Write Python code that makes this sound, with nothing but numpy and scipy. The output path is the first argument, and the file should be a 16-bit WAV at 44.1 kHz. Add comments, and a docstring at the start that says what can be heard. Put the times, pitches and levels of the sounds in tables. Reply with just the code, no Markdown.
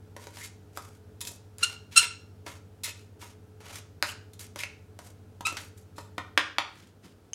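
"""A steel fork swishes and digs through flour in a hand-held steel bowl, over an appliance hum.
The swish is tiny slips of powder on steel. The tines tick and skid on the wall, stick and slip in three
squeaks, and are knocked clean; hand and flour damp the bowl's modes. A sleeve rustles, then the fork
clinks on a plate. The tiled kitchen rings on behind it."""
import sys
import numpy as np
from scipy import signal
from scipy.fft import rfft, irfft, next_fast_len
from scipy.io import wavfile

SR = 44100
rng = np.random.default_rng(int(sys.argv[2]) if len(sys.argv) > 2 else 0)


def generate_wav(signal):
    """Clip the signal to [-1, 1] and save it as 16-bit WAV at the path in sys.argv[1]."""
    frames = np.transpose(np.atleast_2d(signal))
    scaled = np.clip(frames, -1, 1) * 32767
    pcm = np.round(scaled).astype(np.int16)
    wavfile.write(sys.argv[1], SR, pcm)


N = 323694
TIME_S = np.arange(N) / SR
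HZ = np.fft.rfftfreq(4096, 1 / SR)

# Strokes through flour: (time [s], swell [s], fade [s], level [dB], body [dB], edge [dB])
# Body is high in deep flour, low on bare steel; edge is high when only the tips rub.
FLOUR_STROKES = [(0.161, 0.038, 0.29, -53, 10, 0.5), (0.331, .12, 0.036, -43, -4, 5),
                 (0.722, 0.046, .22, -53.5, 14, 6.5), (1.202, 0.069, .11, -48, 27, 21),
                 (1.582, 0.039, 0.14, -42.5, 4, -2), (1.91, 0.049, 0.012, -42.5, -5, -4),
                 (1.991, 0.039, 0.026, -30, -6.5, -4), (2.451, 0.029, 0.11, -47, 13, 1),
                 (2.833, 0.027, 0.057, -34.5, -9.5, -1), (2.932, 0.061, .084, -60, -5, 2),
                 (3.188, 0.028, 0.13, -50.5, 5, 2), (3.598, 0.089, 0.11, -47.5, 10.5, -3.5),
                 (3.702, 0.062, 0.046, -42.5, 2, 2), (4.027, 0.058, .045, -40, -3.5, 7),
                 (4.389, 0.014, 0.072, -43.5, 5, 8.5), (4.561, 0.045, 0.045, -38, -5.5, -1.5),
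                 (4.981, 0.085, 0.062, -52, 20.5, 8), (5.471, 0.045, 0.14, -47, 17, -3),
                 (5.547, 0.04, .11, -51, -3, 14), (5.762, 0.02, .055, -58, -3, 13),
                 (5.953, 0.014, 0.12, -56, -13, 4)]
# Flour grinding on steel: (frequency [Hz], density [dB])
GRIT_SPECTRUM = [(100, -14.5), (400, -10.5), (1000, -8), (2200, 0.5), (4000, -3.5), (7000, -3), (10000, -7),
                 (13000, -9.5), (16000, -22.5)]
# Damped bowl: (frequency [Hz], level [dB], T60 [s])
BOWL_MODES = [(300, -5.5, 0.086), (580, -1.5, 0.047), (950, 2.5, 0.041), (1134, -2.5, 0.017),
              (1318, -8, .05), (1447, -3.5, 0.16), (1709, -11, .04), (2160, -12.5, 0.064),
              (2349, -5, 0.062), (2535, -10.5, 0.046), (2804, -17, 0.076), (3047, -12, 0.17),
              (3350, -6, 0.0089), (3840, -11.5, 0.032), (4570, -17.5, .04), (5630, -5.5, 0.018),
              (6640, -26.5, 0.071), (8960, -15.5, .04)]
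# Fork tines: (frequency [Hz], level [dB], T60 [s])
TINE_MODES = [(953, -10, 0.15), (2580, -0.5, .05), (3570, -5.5, .045), (4020, 0.5, 0.057),
              (4260, 0.5, 0.088), (5160, -4.5, 0.06), (7000, 1, 0.097), (7500, 0, .08), (7760, -1, 0.092),
              (9200, -6, 0.094), (10000, 11, 0.036), (12700, -11.5, 0.058)]
# Dull landings on the bottom: (time [s], level [dB], chatter [s])
BOTTOM_DIGS = [(.165, -41.5, 0.004), (0.27, -43, 0.0024), (.371, -45, 0.0024), (2.464, -37.5, 0.011),
               (2.878, -45, 0.0081), (3.225, -43, 0.014), (3.604, -51, 0.0088), (4.5594, -38.5, .0032),
               (4.99, -43.5, 0.0035), (5.408, -38, 0.0042), (5.982, -37.5, .007)]
# Tips catching on bare wall: (time [s], level [dB], chatter [s])
TIP_TICKS = [(1.207, -40.5, 0.0049), (1.213, -34, .008), (1.251, -41.5, 0.0052), (1.272, -34.5, .009),
             (1.584, -45, 0.00048), (2.835, -33, 0.017), (2.8422, -31.5, 0.0095), (4.334, -52, 0.0063),
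             (4.394, -44.5, 0.0054)]
# Tone of all ticks: (body [dB], edge [dB], spot [Hz], spot height [dB])
TIP_TONE = (-13.5, 15, 3550, 9)
# Knocks, with one dull dig on the bottom (0.77 s) that rings at its own spot: (time [s], level [dB], chatter
# [s], body [dB], edge [dB], spot [Hz], spot height [dB])
WALL_KNOCKS = [(.7735, -34.5, 0.0026, 9, 3, 1320, 6.5), (4.0257, -21.5, 0.00083, -1, -5, 1500, 8),
               (4.6348, -30.5, 0.0029, -8, -8, 2300, 8.5), (5.469, -29.5, 0.00053, 2, 9.5, 1990, 12),
               (5.569, -33, 0.01, -10, -6, 3420, 1), (6.1807, -29.5, 0.0034, 7.5, -12.5, 1880, 8.5),
               (6.3758, -15, .0034, -4, -14, 3380, 11.5), (6.584, -20.5, 0.0021, -2.5, -15.5, 3310, 9)]
# Fork striking bowl: (frequency [Hz], density [dB])
CONTACT_SPECTRUM = [(60, -24), (200, -14.5), (550, -9.5), (1000, -4), (1700, -2), (3000, -6), (5000, -5),
                    (8000, -12), (11000, -12.5), (16000, -24)]
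# Stick-slip on bare steel: (time [s], press [s], ease [s], level [dB], pitch [Hz], crest edge [dB])
STEEL_SQUEAKS = [(1.626, 0.011, 0.019, -19.5, 1397, -5), (1.958, .021, .034, -13.5, 1359, 6.5),
                 (5.45, .007, 0.058, -27.5, 1256, -12)]
# Slip cycle: (harmonic number, level [dB])
SLIP_PARTIALS = [(1, -8), (2, 0), (3, -4.5), (4, -8.5), (5, -11.5), (6, -4), (7, -8), (8, -21), (9, -29),
                 (10, -28)]
# Grit in a squeak: (frequency [Hz], density [dB])
RASP_SPECTRUM = [(100, -33.5), (800, -24.5), (1300, -6.5), (1900, -10), (2700, -1.5), (4200, -0.5),
                 (5000, -3), (7000, 1), (9500, -6), (11000, -10), (16000, -30)]
# Tine skidding on the wall: (time [s], swell [s], fade [s], level [dB], start [Hz], end [Hz])
WALL_SKIDS = [(.38, 0.045, 0.025, -46, 1550, 2390), (2.838, 0.015, 0.026, -39.5, 1880, 2470),
              (4.054, 0.046, 0.009, -39, 2320, 3070), (4.573, 0.034, 0.018, -42, 1330, 2730)]
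# Fork laid on a plate: (time [s], level [dB])
PLATE_HIT = (7.3335, -33.5)
# Steel on china: (frequency [Hz], level [dB], T60 [s])
PLATE_MODES = [(3040, 5, 0.027), (5010, -3, 0.021), (6340, 19, 0.014), (10300, 6, 0.011)]
# Sleeve moves, then grip shifts: (time [s], swell [s], fade [s], level [dB], body [dB])
SLEEVE_RUSTLES = [(6.677, .11, 0.13, -55.5, -3), (7.022, 0.025, 0.085, -49, 4)]
# Hand and cloth: (frequency [Hz], density [dB])
SLEEVE_SPECTRUM = [(60, -30), (170, 1.5), (300, 0), (600, -23), (1500, -13.5), (5000, -17.5),
                   (10000, -24.5), (16000, -34)]
# Kitchen decay: (frequency [Hz], T60 [s])
KITCHEN_T60 = [(200, 0.46), (700, 0.43), (1500, 0.42), (3000, 0.37), (6000, 0.39), (10000, 0.24),
               (16000, 0.033)]
# Appliance tones: (frequency [Hz], level [dB])
HUM_LINES = [(99.2, -55), (86.6, -59.5), (149, -70), (194, -70), (241, -70.5), (299, -73), (428.4, -66)]
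# Room air: (frequency [Hz], density [dB])
AIR_SPECTRUM = [(15, -54.5), (25, -25), (68, -5.5), (92, -7), (149, -9), (229, -8.5), (373, -13),
                (427, -8.5), (516, -16), (863, -20.5), (1130, -27), (1330, -23), (1940, -31), (9570, -39),
                (16000, -42.5)]
# Background gains, sinking near the end: (time [s], hum [dB], air [dB])
BACKGROUND_GAINS = [(0, 1.5, -4.5), (3, 1, -5.5), (6.3, 2, -5), (6.501, -6, -8.5), (7.301, -9, -5.5)]


def stirring(wall_db=5, spot_hz=2560, usual_stroke_db=-35.5, spot_db_per_db=0.08):
    """Flour grinds between fork and steel; the bowl colours it, and the tines too where flour is thin."""
    out = np.zeros(N)
    wall, tines = mode_peaks(BOWL_MODES, width_hz=55), mode_peaks(TINE_MODES, width_hz=60)
    for time_s, swell_s, fade_s, db, body_db, edge_db in FLOUR_STROKES:
        spot_db = spot_db_per_db * (db - usual_stroke_db) - 1  # a harder stroke wakes the wall
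        modes_db = wall_db * wall + max(-body_db, 0) * tines
        shape_db = curve(GRIT_SPECTRUM) + modes_db + touch(body_db, edge_db) + spot(spot_hz, spot_db)
        add(out, time_s, amp(db) * rub(swell_s, fade_s, shape_db))
    return out


def rub(swell_s, fade_s, shape_db):
    """Friction: grains through a spectrum of unit power gain."""
    return colour(grains(swell_s, fade_s), shape_db) / np.sqrt(np.mean(amp(shape_db) ** 2))


def grains(swell_s, fade_s, slips_per_s=4000, clump_db=3.5, foot_db=-15):
    """Tiny clumped slips swell to a crest and die away."""
    t = np.arange(0, swell_s + fade_s, 1 / SR)
    n = len(t)
    sizes = amp(clump_db * drift(n, 110))
    slips = unit_rms(sizes * rng.choice([-1, 1], n) * (rng.random(n) < slips_per_s / SR))
    envelope_db = np.interp(t, [0, swell_s, t[-1]], [foot_db, 0, foot_db])
    return slips * amp(envelope_db) * signal.windows.tukey(n, 0.15)


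def taps(ring_db=-9, tine_db=-25, tip_edge_db=5, blow_s=0.0078, usual_chatter_s=0.00097):
    """A click and a short chatter; a dead stop barely rings, and tines ring only when the tips catch."""
    out, t = np.zeros(N), np.arange(SR // 6) / SR
    for time_s, db, chatter_s, body_db, edge_db, spot_hz, spot_db in contacts():
        freedom = np.sqrt(chatter_s / usual_chatter_s)
        rattle = freedom * unit_rms(rng.standard_normal(len(t)) * np.exp(-t / chatter_s))
        click = unit_rms(bending_click(len(t))) / max(freedom, 1)  # softer before a long chatter
        contact = unit_rms(colour(click + rattle, curve(CONTACT_SPECTRUM))[:len(t)])
        bowl = amp(ring_db) * min(freedom, 1) ** 2 * ring(BOWL_MODES, t)
        tines = amp(tine_db) * max(edge_db - tip_edge_db, 0) * ring(TINE_MODES, t)
        shape_db = touch(body_db, edge_db) + spot(spot_hz, spot_db)
        blow = unit_rms(colour(contact + bowl, shape_db)[:len(t)]) + tines
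        add(out, time_s, amp(db) * np.sqrt(blow_s * SR) * blow / np.linalg.norm(blow))
    return out


def contacts(dig_body_db=13, dig_edge_db=4.5, dulling_db_per_s=700):
    """Digs, ticks and knocks in the columns of WALL_KNOCKS; a longer drag dulls a dig's edge."""
    no_spot = (1280, 0)
    digs = [(time_s, db, chatter_s, dig_body_db, dig_edge_db - dulling_db_per_s * chatter_s, *no_spot)
            for time_s, db, chatter_s in BOTTOM_DIGS]
    ticks = [(*tick, *TIP_TONE) for tick in TIP_TICKS]
    return digs + ticks + list(WALL_KNOCKS)


def bending_click(n, lag_s=0.001147):
    """Bending waves in thin steel bring the treble first, 1 kHz after lag_s."""
    hz = np.fft.rfftfreq(n, 1 / SR)
    highpass = hz / (hz + 100)
    return irfft(highpass * np.exp(-4j * np.pi * lag_s * np.sqrt(1000 * hz)), n)


def ring(modes, t, spread_db=3.5):
    """Decaying modes at rms 1; their shares vary from blow to blow."""
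    hz, db, t60_s = np.transpose(modes)[:, :, None]
    gains = amp(db + spread_db * rng.standard_normal(hz.shape)) * rng.choice([-1, 1], hz.shape)
    return unit_rms((gains * np.exp(-np.log(1000) * t / t60_s) * np.sin(2 * np.pi * hz * t)).sum(0))


def touch(body_db, edge_db, hz=HZ, body_hz=1100, edge_hz=5000):
    """Two shelves [dB]: a firm push moves the whole bowl (body); a tine tip sounds bright (edge)."""
    return body_db / (1 + (hz / body_hz) ** 4) + edge_db * (1 - 1 / (1 + (hz / edge_hz) ** 4))


def spot(hz, height_db, relative_width=0.14):
    """One broad resonance [dB] of the patch of wall under the fork."""
    return height_db / (1 + ((HZ - hz) / (relative_width * hz)) ** 2)


def mode_peaks(modes, width_hz):
    """Resonance curve: 1 at each mode, toward 0 between."""
    return np.max([1 / (1 + ((HZ - hz) / width_hz) ** 2) for hz, _, _ in modes], 0)


def squeaks(swell_db_per_s=329, ease_db=12, catch_s=0.006, release_s=0.007,
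            lift_hz_per_s=4900, max_lift_hz=80, jitter=0.02, shimmer=0.2, rasp_db=-8):
    """Stick-slip with a puff of grit per cycle; it swells, then lifts and dulls as the hand eases."""
    out = np.zeros(N)
    for time_s, press_s, ease_s, db, crest_hz, crest_edge_db in STEEL_SQUEAKS:
        t = np.arange(-press_s, ease_s, 1 / SR)  # zero at the crest
        n = len(t)
        slack_db = np.maximum(-swell_db_per_s * t, ease_db * t / ease_s)
        grip = np.clip(np.minimum((t + press_s) / catch_s, (ease_s - t) / release_s), 0, 1)
        hz = crest_hz + np.clip(lift_hz_per_s * t, 0, max_lift_hz)
        edge_db = crest_edge_db - 0.74 * slack_db
        rolloff_db_per_octave = 0.6 * slack_db  # a slack tine slips more smoothly
        cycles = np.cumsum(hz * (1 + jitter * drift(n, 500))) / SR
        tone = np.zeros(n)
        for k, partial_db in SLIP_PARTIALS:
            gain = amp(partial_db + touch(0, edge_db, k * hz) - rolloff_db_per_octave * np.log2(k))
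            flutter = 1 + shimmer * drift(n, 240)
            tone += gain * flutter * np.cos(2 * np.pi * (k * cycles + rng.random()))
        puffs = rng.standard_normal(n) * np.exp(-(cycles % 1) / 0.2)
        rasp = amp(rasp_db) * unit_rms(colour(puffs, curve(RASP_SPECTRUM))[:n])
        add(out, time_s, grip * amp(db - slack_db) * (unit_rms(tone) + rasp))
    return out


def skids(width_hz=450):
    """Slips pass a resonance that climbs as the tine is pressed harder."""
    out = np.zeros(N)
    pole = np.exp(-np.pi * width_hz / SR)
    for time_s, swell_s, fade_s, db, start_hz, end_hz in WALL_SKIDS:
        slips = grains(swell_s, fade_s)
        sweep = np.exp(2j * np.pi * np.cumsum(np.linspace(start_hz, end_hz, len(slips))) / SR)
        rasp = (sweep * signal.lfilter([1], np.poly([pole, pole]), slips / sweep)).real
        add(out, time_s, amp(db) * rasp / (2 * np.std(rasp)) * signal.windows.tukey(len(rasp), 0.1))
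    return out


def plate():
    """One light clink of steel on china."""
    out = np.zeros(N)
    time_s, db = PLATE_HIT
    clink = ring(PLATE_MODES, np.arange(SR // 10) / SR)
    add(out, time_s, amp(db) * clink / np.std(clink[:SR // 100]))
    return out


def sleeve():
    """Soft friction of hand and cloth."""
    out = np.zeros(N)
    for time_s, swell_s, fade_s, db, body_db in SLEEVE_RUSTLES:
        add(out, time_s, amp(db) * rub(swell_s, fade_s, curve(SLEEVE_SPECTRUM) + touch(body_db, 0)))
    return out


def kitchen(x, echoes_per_s=5000, first_s=0.0037, early_db=4, early_s=0.024):
    """Dense reflections, strongest early from counter and tiles; each band decays at its own rate."""
    t = np.arange(SR) / SR
    echoes = rng.choice([-1, 1], SR) * (rng.random(SR) < echoes_per_s / SR) * (t > first_s)
    early_gain = amp(early_db * np.exp(-t / early_s))
    hz, frame_s, bands = signal.stft(echoes * early_gain, SR, nperseg=256)
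    decay = np.exp(-np.log(1000) * frame_s / curve(KITCHEN_T60, hz)[:, None])
    tail = signal.istft(bands * decay, SR, nperseg=256)[1]
    return signal.fftconvolve(x, tail / np.linalg.norm(tail))[:N]


def hum_and_air(waver=0.27, wander_hz=0.5, air_base_db=-53):
    """Two low motor tones beat under faint higher lines and the air of the room."""
    time_s, hum_db, air_db = np.transpose(BACKGROUND_GAINS)
    hum = np.zeros(N)
    for hz, db in HUM_LINES:
        gain = np.sqrt(2) * amp(db) * (1 + waver * drift(N, 19))
        cycles = np.cumsum(hz + wander_hz * drift(N, 4)) / SR + rng.random()
        hum += gain * np.sin(2 * np.pi * cycles)
    hum *= amp(np.interp(TIME_S, time_s, hum_db))
    air = unit_rms(colour(rng.standard_normal(N), curve(AIR_SPECTRUM))[:N])
    return hum + amp(air_base_db + np.interp(TIME_S, time_s, air_db)) * air


def amp(db):
    """Decibels to gain."""
    return 10 ** (np.asarray(db) / 20)


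def unit_rms(x):
    """Scale to rms 1."""
    return x / np.sqrt(np.mean(x ** 2) + 1e-20)


def curve(points, hz=HZ):
    """Interpolate a table over log frequency."""
    point_hz, values = np.transpose(points)
    return np.interp(np.log(hz + 1), np.log(point_hz + 1), values)


def add(mix, time_s, sound):
    """Mix a sound in at time_s."""
    part = mix[max(round(time_s * SR), 0):][:len(sound)]
    part += sound[:len(part)]


def colour(x, gain_db):
    """Minimum-phase filter; gain_db lies on the HZ grid."""
    log_gain = np.log(amp(np.r_[gain_db, gain_db[-2:0:-1]]))
    response = np.exp(np.conj(signal.hilbert(log_gain)))
    return signal.fftconvolve(x, np.fft.ifft(response).real[:len(HZ)])


def drift(n, rate_hz):
    """Smooth noise, rms about 1, rolling off at rate_hz."""
    size = next_fast_len(n + SR)
    lowpass = np.exp(-(np.fft.rfftfreq(size, 1 / SR) / rate_hz) ** 2)
    return unit_rms(irfft(rfft(rng.standard_normal(size)) * lowpass, size))[:n]


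def scene(tap_send_db=-7, squeak_send_db=-11, stir_send_db=-8):
    """Fork and bowl close by, the room behind; mono."""
    tapping = taps() + plate()
    squeaking = squeaks()
    swishing = stirring() + skids() + sleeve()
    send = amp(tap_send_db) * tapping + amp(squeak_send_db) * squeaking + amp(stir_send_db) * swishing
    return (tapping + squeaking + swishing + kitchen(send) + hum_and_air())[None]


def record(dry):
    """Low-pass at 16.1 kHz."""
    lowpass = signal.firwin(255, 16100, window=("kaiser", 9), fs=SR)
    return signal.oaconvolve(dry, lowpass[None], "same")


dry = scene()
out = record(dry)
generate_wav(out)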